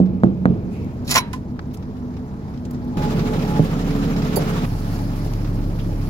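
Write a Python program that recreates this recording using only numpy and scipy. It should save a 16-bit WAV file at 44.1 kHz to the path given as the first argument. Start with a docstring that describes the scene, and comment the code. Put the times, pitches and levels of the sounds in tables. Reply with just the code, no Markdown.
"""A heavy truck idles: crank-order sines, noise bands and rattling firings, puffed by its air compressor.
A steel rod knocks on tyres (push, slap, boom, ringing modes), scrapes a steel bracket (random slips into
resonances) and clinks on the chassis; grit and scuffs are noise bursts. Three listening places follow one
another: trailer wheels, tractor unit, cab. A small pair of microphones hears it."""
import sys
import numpy as np
from scipy import signal
from scipy.io import wavfile

SR = 44100
rng = np.random.default_rng(int(sys.argv[2]) if len(sys.argv) > 2 else 0)


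def waveform_to_disk(signal):
    """Save audio, clipped to [-1, 1], as 16-bit WAV at the path in sys.argv[1]."""
    frames = np.transpose(np.atleast_2d(signal))
    scaled = np.clip(frames, -1, 1) * 32767
    samples = np.round(scaled).astype(np.int16)
    wavfile.write(sys.argv[1], SR, samples)


N = 268569


def from_db(db):
    """dB to gain."""
    return 10 ** (np.asarray(db) / 20)


def rms_one(x):
    """Scale to rms 1."""
    return x / np.sqrt(np.mean(x ** 2) + 1e-20)


def in_time(rows):
    """Columns of a (time [s], value, ...) table, interpolated at every sample."""
    s, *columns = np.transpose(rows)
    return [np.interp(np.arange(N) / SR, s, column) for column in columns]


# bounds of trailer, tractor and cab: time [s]
PLACES_S = [0, 2.9703, 4.655, 6.1]


def by_place(values):
    """One value a place, held at every sample."""
    return np.asarray(values)[np.searchsorted(PLACES_S[1:3], np.arange(N) / SR)]


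def at_hz(points, hz):
    """Read a (frequency [Hz], value) table on a log-frequency axis."""
    table = np.array(points)
    return np.interp(np.log(hz), np.log(table[:, 0]), table[:, 1])


def drift(rate_hz):
    """Slow chance of spread 1: noise through two equal poles at rate_hz."""
    step = 40
    r = np.exp(-2 * np.pi * step * rate_hz / SR)
    white = rng.standard_normal(N // step + 2002)
    slow = signal.lfilter([1], [1, -2 * r, r * r], white)[2000:]   # settled part
    return np.interp(np.arange(N) / step, np.arange(len(slow)), rms_one(slow))


def band_pass(x, low_hz, high_hz):
    """Second-order Butterworth band."""
    return signal.sosfilt(signal.butter(2, [low_hz, high_hz], "band", fs=SR, output="sos"), x)


def high_pass(x, low_hz):
    """First-order low cut."""
    return signal.sosfilt(signal.butter(1, low_hz, "high", fs=SR, output="sos"), x)


def ring(x, hz, t60_s):
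    """Damped resonator: a unit click sets a sine of height 1 ringing."""
    r, w = from_db(-60 / (t60_s * SR)), 2 * np.pi * hz / SR
    return signal.lfilter([0, np.sin(w)], [1, -2 * r * np.cos(w), r * r], x + 1e-18)


def struck(times_s, levels_db, modes, spread_db):
    """Each blow excites each mode by chance in each ear; levels_db(hz) gives one level a blow."""
    at, out = np.round(np.array(times_s) * SR).astype(int), np.zeros((2, N))
    chance_db = rng.normal(0, spread_db, (len(at), len(modes), 2))
    sign = rng.choice([-1, 1], (len(at), len(modes), 1))
    for k, (hz, mode_db, t60_s) in enumerate(modes):
        clicks = np.zeros((2, N))
        clicks[:, at] = from_db(levels_db(hz) + mode_db + chance_db[:, k].T) * sign[:, k].T
        out += ring(clicks, hz, t60_s)
    return out


def burst(s, top_db, low_hz, high_hz, rise_s, t60_s):
    """Band-limited crunch that swells to its top at s and dies, partly unlike in the two ears."""
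    out, t = np.zeros((2, N + SR)), np.arange(SR // 2) / SR
    crunch = rng.standard_normal(len(t)) + 1.54 * rng.standard_normal((2, len(t)))
    crunch = rms_one(band_pass(crunch, low_hz, high_hz))
    swell = np.minimum(t / rise_s, 1) ** 2
    decay = from_db(top_db - 60 * np.maximum(t - rise_s, 0) / t60_s)
    start = round((s - rise_s) * SR)
    out[:, start:start + len(t)] = crunch * swell * decay
    return out[:, :N]


def pan(x, left_minus_right_db):
    """Set the left-right balance."""
    return x * from_db(np.array([[.5], [-.5]]) * left_minus_right_db)


def right_later(pair, lag_samples):
    """Longer path to the right microphone delays its channel."""
    n = np.arange(N)
    return np.array([pair[0], np.interp(n - lag_samples, n, pair[1])])


# crankshaft speed: (time [s], speed [turns/s])
CRANK = [(0, 11.69), (4.65, 11.69), (5.2, 11.66), (5.35, 11.8), (5.6, 11.67), (6.09, 11.68)]


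def crank_turns():
    """Crank angle in turns: the running sum of its speed."""
    return np.cumsum(in_time(CRANK)[0]) / SR


# six cylinders fire 3 times a turn: order [cycles/turn]
ENGINE_ORDERS = [3, 4.5, 5, 6, 6.5, 8, 9, 12, 13.5, 14, 15, 17, 18, 21, 24, 36, 37, 69.5, 72]
# one row a place, one column an order: mean level [dB], before waver
ORDER_DB = [
    [-45, -55, -51, -40, -46, -47, -41.5, -41, -62.5, -55, -56.5, -41.5, -65, -39.5, -53.5, -57.5, -58, -70,
     -60],
    [-29, -43.5, -59, -40.5, -39, -38.5, -35.5, -28.5, -33, -31, -29, -40.5, -31.5, -39, -35.5, -48.5,
     -43.5, -60, -59],
    [-26, -51, -53, -41, -57, -43, -27, -37, -39.5, -48, -36.5, -45, -40.5, -46, -41, -49, -58, -72, -52.5],
]
# listener passes through an order's standing wave:
# (order [cycles/turn], time of top [s], added level [dB], half length [s])
BOOMS = [(21, 2.07, -38.5, 0.16), (21, 2.83, -34.5, 0.19), (21, 3.3, -28.5, 0.059), (24, 3.6, -30, 0.052),
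         (24, 4.04, -29, 0.2), (37, 2.135, -48.5, 0.17), (37, 3.21, -36.5, 0.16), (37, 4.22, -38.5, 0.33),
         (72, 3.05, -39.5, 0.086), (72, 3.25, -43, .08), (69.5, 3.4, -40, 0.087), (72, 3.5, -38, .13)]


def engine_tones():
    """Crank orders as sines wavering in level and phase; some boom for a while."""
    t, angle = np.arange(N) / SR, 2 * np.pi * crank_turns()
    out = 0
    for order, place_db in zip(ENGINE_ORDERS, np.transpose(ORDER_DB)):
        gain = from_db(by_place(place_db))
        for boom_order, s, db, half_s in BOOMS:
            if abs(boom_order - order) < .25:
                gain = gain + from_db(db) * np.exp(-((t - s) / half_s) ** 2)
        gain = gain * from_db((1 + order / 18) * drift(2 + order / 8))
        phase = order * angle + rng.uniform(0, 2 * np.pi) + .018 * order * drift(4)
        out = out + np.sqrt(2) * gain * np.sin(phase)
    return out


DIESEL_KNOCK_DB = [-62, -41.5, -52]   # one a place


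def diesel_knock():
    """Each firing starts a short rattle of uneven strength that rings the engine block."""
    firings = 3 * crank_turns()
    strength_db = rng.normal(0, 4, int(firings[-1]) + 1)[firings.astype(int)]
    decay_db = -15 * (firings % 1)
    rattle = rng.standard_normal((2, N)) * from_db(strength_db + 3 * drift(5) + decay_db)
    block = sum(ring(rattle, hz, 0.0031) for hz in (800, 1220, 1930, 2530, 3800, 4940))
    return from_db(by_place(DIESEL_KNOCK_DB)) * rms_one(block)


# left-right likeness of engine noise: (frequency [Hz], likeness [0-1])
LIKENESS = [(60, 0.82), (250, 1), (700, 0.82), (2000, 0.035), (15000, 0.051)]


def engine_noise(colours, low_hz, high_hz, repeating, patchy_db):
    """Stereo noise bands coloured by place, rms 1 at each; a share repeats every two-turn cycle."""
    cycle = round(2 * SR / CRANK[0][1])
    white = rng.standard_normal((2, 2, N))      # neighbouring bands get unrelated noise
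    again = np.resize(rng.standard_normal(cycle), N)
    again = np.array([again, np.roll(again, cycle // 3)])
    white[:, 0] = np.sqrt(1 - repeating) * white[:, 0] + np.sqrt(repeating) * again
    edges = np.geomspace(low_hz, high_hz, round(2.5 * np.log2(high_hz / low_hz)) + 1)
    out, together = 0, 0.5 * drift(4.1)
    for k, (low, high) in enumerate(zip(edges, edges[1:])):
        mid, side = band_pass(white[k % 2], low, high)
        hz = np.sqrt(low * high)
        alike = at_hz(LIKENESS, hz)
        colour_db = by_place([at_hz(colour, hz) for colour in colours])
        gain = from_db(colour_db + patchy_db * (together + drift(24)))
        out = out + gain * (np.sqrt(1 + alike) * mid + np.sqrt(1 - alike) * side * [[1], [-1]])
    parts = np.split(out, [round(s * SR) for s in PLACES_S[1:3]], axis=1)
    return np.hstack([rms_one(part) for part in parts])


# one table a place: (time [s], rumble level [dB], clatter and hiss level [dB])
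ENGINE = [
    [(0, -28, -53.5), (.4, -25.5, -50.5), (.9, -28, -45.5), (1.6, -31, -48), (2.4, -31.5, -47),
     (2.96, -26, -43.5)],
    [(2.975, -23.5, -33.5), (3.8, -25, -35), (4.65, -24.5, -32)],
    [(4.66, -28, -39), (5.25, -27, -39), (5.4, -27, -42.5), (6.09, -27.5, -41.5)],
]
# rumble colour, one table a place: (frequency [Hz], relative density [dB per Hz])
RUMBLE = [
    [(30, -14), (50, -11), (90, -1), (160, -3), (250, -5), (330, -11), (430, -16.5), (620, -23)],
    [(30, -25), (60, -23), (100, -6.5), (160, 0.5), (220, -1), (300, -7), (430, -7.5), (620, -16)],
    [(30, -18), (60, -8), (105, -4), (170, -6.5), (240, -12.5), (330, -11), (450, -30.5), (620, -9.5)],
]
# clatter colour at each place: (frequency [Hz], relative density [dB per Hz])
TRAILER = [(350, -35), (600, -16), (823, -3), (894, -9.5), (1010, -12), (2150, -26.5), (2270, -33.5),
           (4460, -30), (8040, -37), (13400, -42.5), (16000, -44.5)]
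TRACTOR = [(350, -33), (600, -4), (823, -2), (894, -6), (1190, -4.5), (1440, -11), (1660, -11.5),
           (5180, -20), (8380, -24.5), (12000, -29), (16000, -31)]
CAB = [(350, -31), (600, -4.5), (997, -8.5), (1190, -8.5), (1660, -15), (3630, -23), (4580, -18.5),
       (7210, -27.5), (8380, -25), (12000, -25), (16000, -33)]
PUFF_HZ, PUFF_PEAK_S = 13.08, 3.04   # compressor strokes
PUFF_DB = [.5, 2.1, .6]   # swing either way, one a place


def engine():
    """Tones, knock, rumble, and clatter swelling with each firing and compressor stroke."""
    rumble_db, clatter_db = np.choose(by_place([0, 1, 2]), [in_time(rows) for rows in ENGINE])
    t = np.arange(N) / SR
    stroke = np.cos(2 * np.pi * PUFF_HZ * (t - PUFF_PEAK_S) + 0.047 * drift(1.5))
    puffs_db = by_place(PUFF_DB) * stroke
    firing_db = .4 * np.cos(2 * np.pi * 3 * crank_turns())
    rumble = engine_noise(RUMBLE, 27.2, 610.0, repeating=.38, patchy_db=1.02)
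    clatter = engine_noise([TRAILER, TRACTOR, CAB], 616, 16300, repeating=0, patchy_db=1.5)
    noise = from_db(rumble_db) * rumble + from_db(clatter_db + puffs_db + firing_db) * clatter
    return engine_tones() + diesel_knock() + noise


def whisper():
    """Faint narrow hiss by the first wheels: steady band noise, cut off at 0.93 s."""
    hiss = rms_one(band_pass(rng.standard_normal((2, N)), 2060, 2650))
    return from_db(-63) * hiss * (np.arange(N) < 0.93 * SR)


# rod on tyre: knocks, each a main blow with or without a later swing or bounce:
# (time [s], body peak [dB], contact cut-off before CUT_SCALE [Hz],
# ring length share [1], push against body peak [dB])
KNOCKS = [(0.001, -5, 500, 1.4, -2), (0.012, -8, 400, .7, -10), (0.2349, -1, 1100, 1, -1),
          (0.2432, -3, 420, .6, -5), (0.4555, -1.5, 1350, 1.1, 1), (0.4995, -7, 324, 1.2, -34),
          (3.5943, -4, 566, 0.22, -4), (3.6008, -6, 500, 0.22, -8), (3.966, -24, 413, .5, 2)]
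# carcass and air modes before place pitch, chance and length share:
# (frequency [Hz], level [dB], t60 [s])
TYRE = [(118.8, -18.5, 1), (138.3, -13.5, 0.54), (187.6, -3, 0.85), (225.7, -2.5, 0.13), (255.5, -11, 0.45),
        (340, -10, 0.7), (422.5, -17, 0.15), (500, -15, 0.07), (522, -15, 0.08), (676, -9.5, 0.045),
        (768, -12, 0.062), (950, -15, .04), (1170, -14, 0.035)]
TYRE_PITCH = [0.99, .84, 1]   # factor a place: the drive tyre sounds lower
CUT_SCALE = 1.35
AIR_TOP_HZ = 150   # air modes below start in alternate directions; carcass modes start together
PAIR_SPLIT, SIDE_MODE_DB = .022, -8   # outer modes of each cluster of three: nominal offset share, level
TYRE_LOW_HZ, PUSH_LOW_HZ = 72, 275
BODY_LAG_S = 0.00059   # carcass swings back this long after the push
SLAP_DB, SLAP_T60_S, SLAP_LOW_HZ, SLAP_TOP_HZ = -33, 0.02, 3400, 10000   # before band filter, re push
BOOM_DB, BOOM_LOW_HZ, BOOM_HIGH_HZ = -21, 120, 380   # re body peak
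BOOM_T60_S = .5   # before length share


def tyre_body(click, pitch, share):
    """Carcass and air ring as clusters of three slightly split modes."""
    body = 0
    for k, (hz, db, t60_s) in enumerate(TYRE):
        sign = -(-1) ** k if hz < AIR_TOP_HZ else 1
        for side in (-1, 0, 1):
            gain = from_db(db + abs(side) * SIDE_MODE_DB + rng.normal(0, 1))
            mode_hz = hz * pitch * (1 + side * PAIR_SPLIT * rng.uniform(0.36, 1.75))
            body = body + sign * gain * ring(click, mode_hz, t60_s * share)
    return body


def tyre_knocks():
    """Blow: direct push, faint slap, blurry wheel and axle boom, then the ringing tyre."""
    out, length = np.zeros(N + SR), SR
    click, t = np.eye(1, length)[0], np.arange(length) / SR
    pitch = by_place(TYRE_PITCH)
    for s, peak_db, cut_hz, share, push_db in KNOCKS:
        body = tyre_body(click, pitch[round(s * SR)], share)
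        soft = np.tile(signal.butter(2, CUT_SCALE * cut_hz, fs=SR, output="sos"), (3, 1))
        body = signal.sosfilt(soft, high_pass(body, TYRE_LOW_HZ))
        push = signal.sosfilt(soft, high_pass(click, PUSH_LOW_HZ))
        slap = rng.standard_normal(length) * from_db(SLAP_DB - 60 * t / SLAP_T60_S)
        slap = band_pass(slap, SLAP_LOW_HZ, SLAP_TOP_HZ)
        boom = rms_one(band_pass(rng.standard_normal(length), BOOM_LOW_HZ, BOOM_HIGH_HZ))
        boom = boom * from_db(BOOM_DB - push_db - 60 * t / (BOOM_T60_S * share))
        blow = slap + boom - push / push.max()
        out[round(s * SR):][:length] += from_db(peak_db + push_db) * blow
        body = from_db(peak_db) * body / np.abs(body).max()
        out[round((s + BODY_LAG_S) * SR):][:length - 200] += body[:-200]
    return out[:N]


def underbody(x, top_hz):
    """Dull echoes off ground, chassis and container, other ones in each ear."""
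    out = np.zeros((2, N))
    for k, lag in enumerate((rng.uniform(0.0027, .07, 24) * SR).astype(int)):
        gain = from_db(-60 * lag / SR / 0.088) * rng.choice([-1, 1])
        out[k % 2, lag:] += x[k % 2, :-lag] * gain
    return signal.sosfilt(signal.butter(1, top_hz, fs=SR, output="sos"), out)


# (time of top [s], level at top [dB], low [Hz], high [Hz], t60 [s], left minus right [dB])
GRIT = [(0.507, -55, 4500, 7800, .015, 0), (0.846, -42, 1500, 12000, .008, 1),
        (1.3315, -28, 1500, 11000, .025, -3), (1.336, -38, 1200, 9000, .13, -3),
        (1.5925, -26, 800, 1700, .03, 0), (1.5925, -37, 3400, 5600, .015, 0),
        (1.772, -43.5, 4600, 9950, .03, -2), (2.5756, -48, 2500, 5500, 0.037, 3),
        (2.6516, -41, 1960, 8250, 0.05, 2), (2.709, -40, 5400, 15000, .04, 2),
        (2.709, -46, 900, 5000, .02, 2), (2.7343, -48, 6500, 13000, .025, -6),
        (2.847, -50, 7000, 15000, .017, 2), (4.3589, -22, 7000, 15800, .02, -6),
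        (4.3645, -28, 6000, 15800, .06, -6), (5.3367, -32.5, 1000, 8950, 0.013, 6)]
GRIT_RISE_S = 0.00091


def grit():
    """Grit and ticks: abrupt noise bursts."""
    out = 0
    for s, db, low_hz, high_hz, t60_s, pan_db in GRIT:
        out = out + pan(burst(s, db, low_hz, high_hz, GRIT_RISE_S, t60_s), pan_db)
    return out


# (time of top [s], level at top [dB], low [Hz], high [Hz], rise [s], t60 [s])
SCUFFS = [(0.73, -54, 2700, 11000, .05, .7), (0.76, -49, 2020, 2700, .08, .8),
          (1.745, -41, 1900, 15500, .018, 0.055), (1.11, -21.5, 106, 240, .06, .25),
          (2.748, -50, 3400, 6500, .015, .06)]


def scuffs():
    """Noise bursts that swell and fade."""
    return sum(burst(*row) for row in SCUFFS)


# drag over the bracket: (time [s], rod drag [dB], bracket drag [dB])
DRAG = [(1.045, -52, -60.5), (1.073, -42, -59), (1.079, -32, -46), (1.089, -37.5, -39), (1.111, -17, -28),
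        (1.121, -21.5, -26), (1.131, -33, -27), (1.143, -22, -30.5), (1.155, -20, -12), (1.167, -24.5, -17),
        (1.179, -18.5, -11.5), (1.193, -33, -25), (1.215, -47, -40)]
# rasp resonances before flutter: (frequency [Hz], width [Hz], relative level [dB])
ROD_RASP = [(4400, 1600, 6), (6540, 4200, 0), (10400, 3400, -15), (14800, 2000, -12)]
BRACKET_RASP = [(1080, 1200, 6), (2290, 880, 3.5), (3050, 970, -17)]
# bracket and rod modes: (frequency [Hz], relative level [dB], t60 [s])
STEEL = [(2080, -18, .06), (2570, -16, .08), (3280, -19, .08), (3994, -16, .16), (4400, -12, .03),
         (5125, -16, .08), (5645, -7, .04), (6800, -10, .03), (7220, -8, .025), (8760, -15, .07),
         (9390, -14, .08), (10780, -9, .08), (10980, -13, .12), (12550, -16, .07), (13400, -18, .05),
         (14250, -21, .05), (15600, -19, .05)]
SLIPS_PER_S, SING_DB, RASP_DB = 1500, -25, -2
CHATTER_DB, CHATTER_HZ = 3, 120   # slips clump
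RASP_FLUTTER_DB, RASP_FLUTTER_HZ = 2.5, 40   # each resonance on its own


def rasp(slips, drag, peaks):
    """Slips excite broad flickering resonances, scaled by the drag."""
    out = 0
    for hz, width_hz, db in peaks:
        gain = from_db(db + RASP_FLUTTER_DB * drift(RASP_FLUTTER_HZ))
        out = out + gain * signal.lfilter(*signal.iirpeak(hz, hz / width_hz, SR), slips)
    return from_db(RASP_DB) * drag * rms_one(out)


def scrape():
    """Dense uneven slips rasp in rod and bracket and keep the steel modes singing."""
    t = np.arange(N) / SR
    touching = (t > DRAG[0][0]) & (t < DRAG[-1][0])
    rod_drag, bracket_drag = touching * from_db(in_time(DRAG))
    size = from_db(4 * np.minimum(rng.exponential(1, N), 3)) * rng.choice([-1, 1], N)
    slips = rms_one((rng.random(N) < SLIPS_PER_S / SR) * size)
    slips = slips + .8 * rng.standard_normal((2, N))
    slips = rms_one(slips * from_db(CHATTER_DB * drift(CHATTER_HZ)))
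    singing = sum(from_db(db + SING_DB) * ring(rod_drag * slips, hz, t60_s) for hz, db, t60_s in STEEL)
    return rasp(slips, rod_drag, ROD_RASP) + rasp(slips, bracket_drag, BRACKET_RASP) + singing


# rod catches on the bracket: (time [s], level before mode and chance [dB], favoured mode [Hz])
CATCHES = [(1.079, -15, 4350), (1.093, -32, 10840), (1.0945, -20.5, 7000), (1.103, -20, 5200),
           (1.1084, -6, 7160), (1.112, -14, 10760), (1.119, -11, 4000), (1.136, -15, 7200),
           (1.1408, -12, 7020), (1.142, -12, 5640), (1.1515, -7, 7100), (1.1563, -10, 7000),
           (1.159, -13, 5660), (1.1759, -9, 5640), (1.178, -5, 5640), (1.183, -26, 11600),
           (1.187, -11, 4000)]


def rod_catches():
    """Each catch strikes the steel modes, 45 dB weaker per octave off the favoured one."""
    s, rod_db, favoured_hz = np.transpose(CATCHES)
    return struck(s, lambda hz: rod_db - 45 * np.abs(np.log2(hz / favoured_hz)), STEEL, spread_db=2.5)


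# rod on the bracket's plate: (time [s], level before mode and chance [dB])
BANGS = [(1.1525, -9.5), (1.158, -12.5), (1.167, -14), (1.1767, -15.5), (1.1875, -19), (1.3345, -22)]
# plate modes: (frequency [Hz], relative level [dB], t60 [s])
PLATE = [(786, -11, .06), (915, -27, .25), (942, -22.5, .4), (975, -25, .25), (1018, -3, .09),
         (1055, -8, .06), (1200, -14, .05), (1500, -12, .07), (1750, -19, .12), (2020, -14, .05),
         (2100, -15, .05), (2450, -14, .04), (2870, -16, .04)]


def plate_bangs():
    """Rod bangs ring the plate modes."""
    s, bang_db = np.transpose(BANGS)
    return struck(s, lambda hz: bang_db, PLATE, spread_db=2.5)


LIFT_S = 1.19   # rod leaves the bracket
FRAME_DB, FRAME_LOW_HZ, FRAME_HIGH_HZ, FRAME_T60_S = -32.5, 696, 2420, 0.35


def frame_rumble():
    """Trailer frame noise swells from the first bang to the lift, then dies."""
    return burst(LIFT_S, FRAME_DB, FRAME_LOW_HZ, FRAME_HIGH_HZ, LIFT_S - BANGS[0][0], FRAME_T60_S)


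CLINK_S, CLINK_DB = [4.3592, 4.3648], [-29, -32.5]   # touch and bounce; before mode and chance
GRIP_S, GRIP_T60_S = 4.392, 0.04   # the hand stills the rod
# loosely held rod modes: (frequency [Hz], relative level [dB], t60 before grip [s])
FREE_ROD = [(4602, -2, 0.11), (6790, -5, .25), (7320, -9, 0.089), (9690, 0, .06), (10720, -14, .2),
            (10980, -2, 0.13), (12530, -6, 0.22), (13410, -3, .053), (14340, 1, .059), (15550, -2, .039)]


def chassis_clink():
    """Loosely held rod rings off the chassis until gripped."""
    clink = struck(CLINK_S, lambda hz: np.array(CLINK_DB), FREE_ROD, spread_db=2.0)
    return clink * from_db(-60 * np.clip(np.arange(N) / SR - GRIP_S, 0, 1) / GRIP_T60_S)


THUD_S, THUD_LOW_HZ, THUD_HIGH_HZ, THUD_DB, THUD_T60_S = 4.372, 380, 660, -15.5, .12


def chassis_thud():
    """Chassis answers the clink: low noise swelling from the first touch."""
    return burst(THUD_S, THUD_DB, THUD_LOW_HZ, THUD_HIGH_HZ, THUD_S - CLINK_S[0], THUD_T60_S)


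def cab_squeak():
    """Short narrow noise burst in the cab."""
    return burst(5.796, -40, 2670, 3530, rise_s=.004, t60_s=0.12)


TRUCK_LAG, STEEL_LAG = 12, 7   # right channel delay, samples
LEFT_DB = [-0.5, -1.45, -0.7]   # left minus right, one a place


def scene():
    """All sources; engine, grit and tyre knocks share one microphone lag, steel sounds a shorter one."""
    background = engine() + whisper() + grit() + scuffs() + cab_squeak()
    knocks = right_later(pan(tyre_knocks(), -2.6), TRUCK_LAG)
    bracket = pan(scrape() + rod_catches() + plate_bangs() + frame_rumble(), -2.4)
    chassis = pan(chassis_clink(), -12.0) + chassis_thud()
    steel = right_later(bracket + chassis, STEEL_LAG)
    echoes = from_db(-13.5) * (underbody(knocks, top_hz=900) + underbody(steel, top_hz=4000))
    return pan(right_later(background, TRUCK_LAG) + knocks + steel + echoes, by_place(LEFT_DB))


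NOTCH_HZ, NOTCH_WIDTH_HZ, NOTCH_DEPTH, CUTOFF_HZ = 8620, 2900, 0.65, 16150


def record(dry):
    """Microphone housing dips the treble; peaks are rounded, the top is cut."""
    b, a = signal.iirpeak(NOTCH_HZ, NOTCH_HZ / NOTCH_WIDTH_HZ, SR)
    heard = dry - NOTCH_DEPTH * signal.lfilter(b, a, dry)
    rounded = 1.295 * np.tanh(heard / 1.335)
    return signal.sosfilt(signal.cheby2(20, 50, CUTOFF_HZ, fs=SR, output="sos"), rounded)


dry = scene()
out = record(dry)
waveform_to_disk(out)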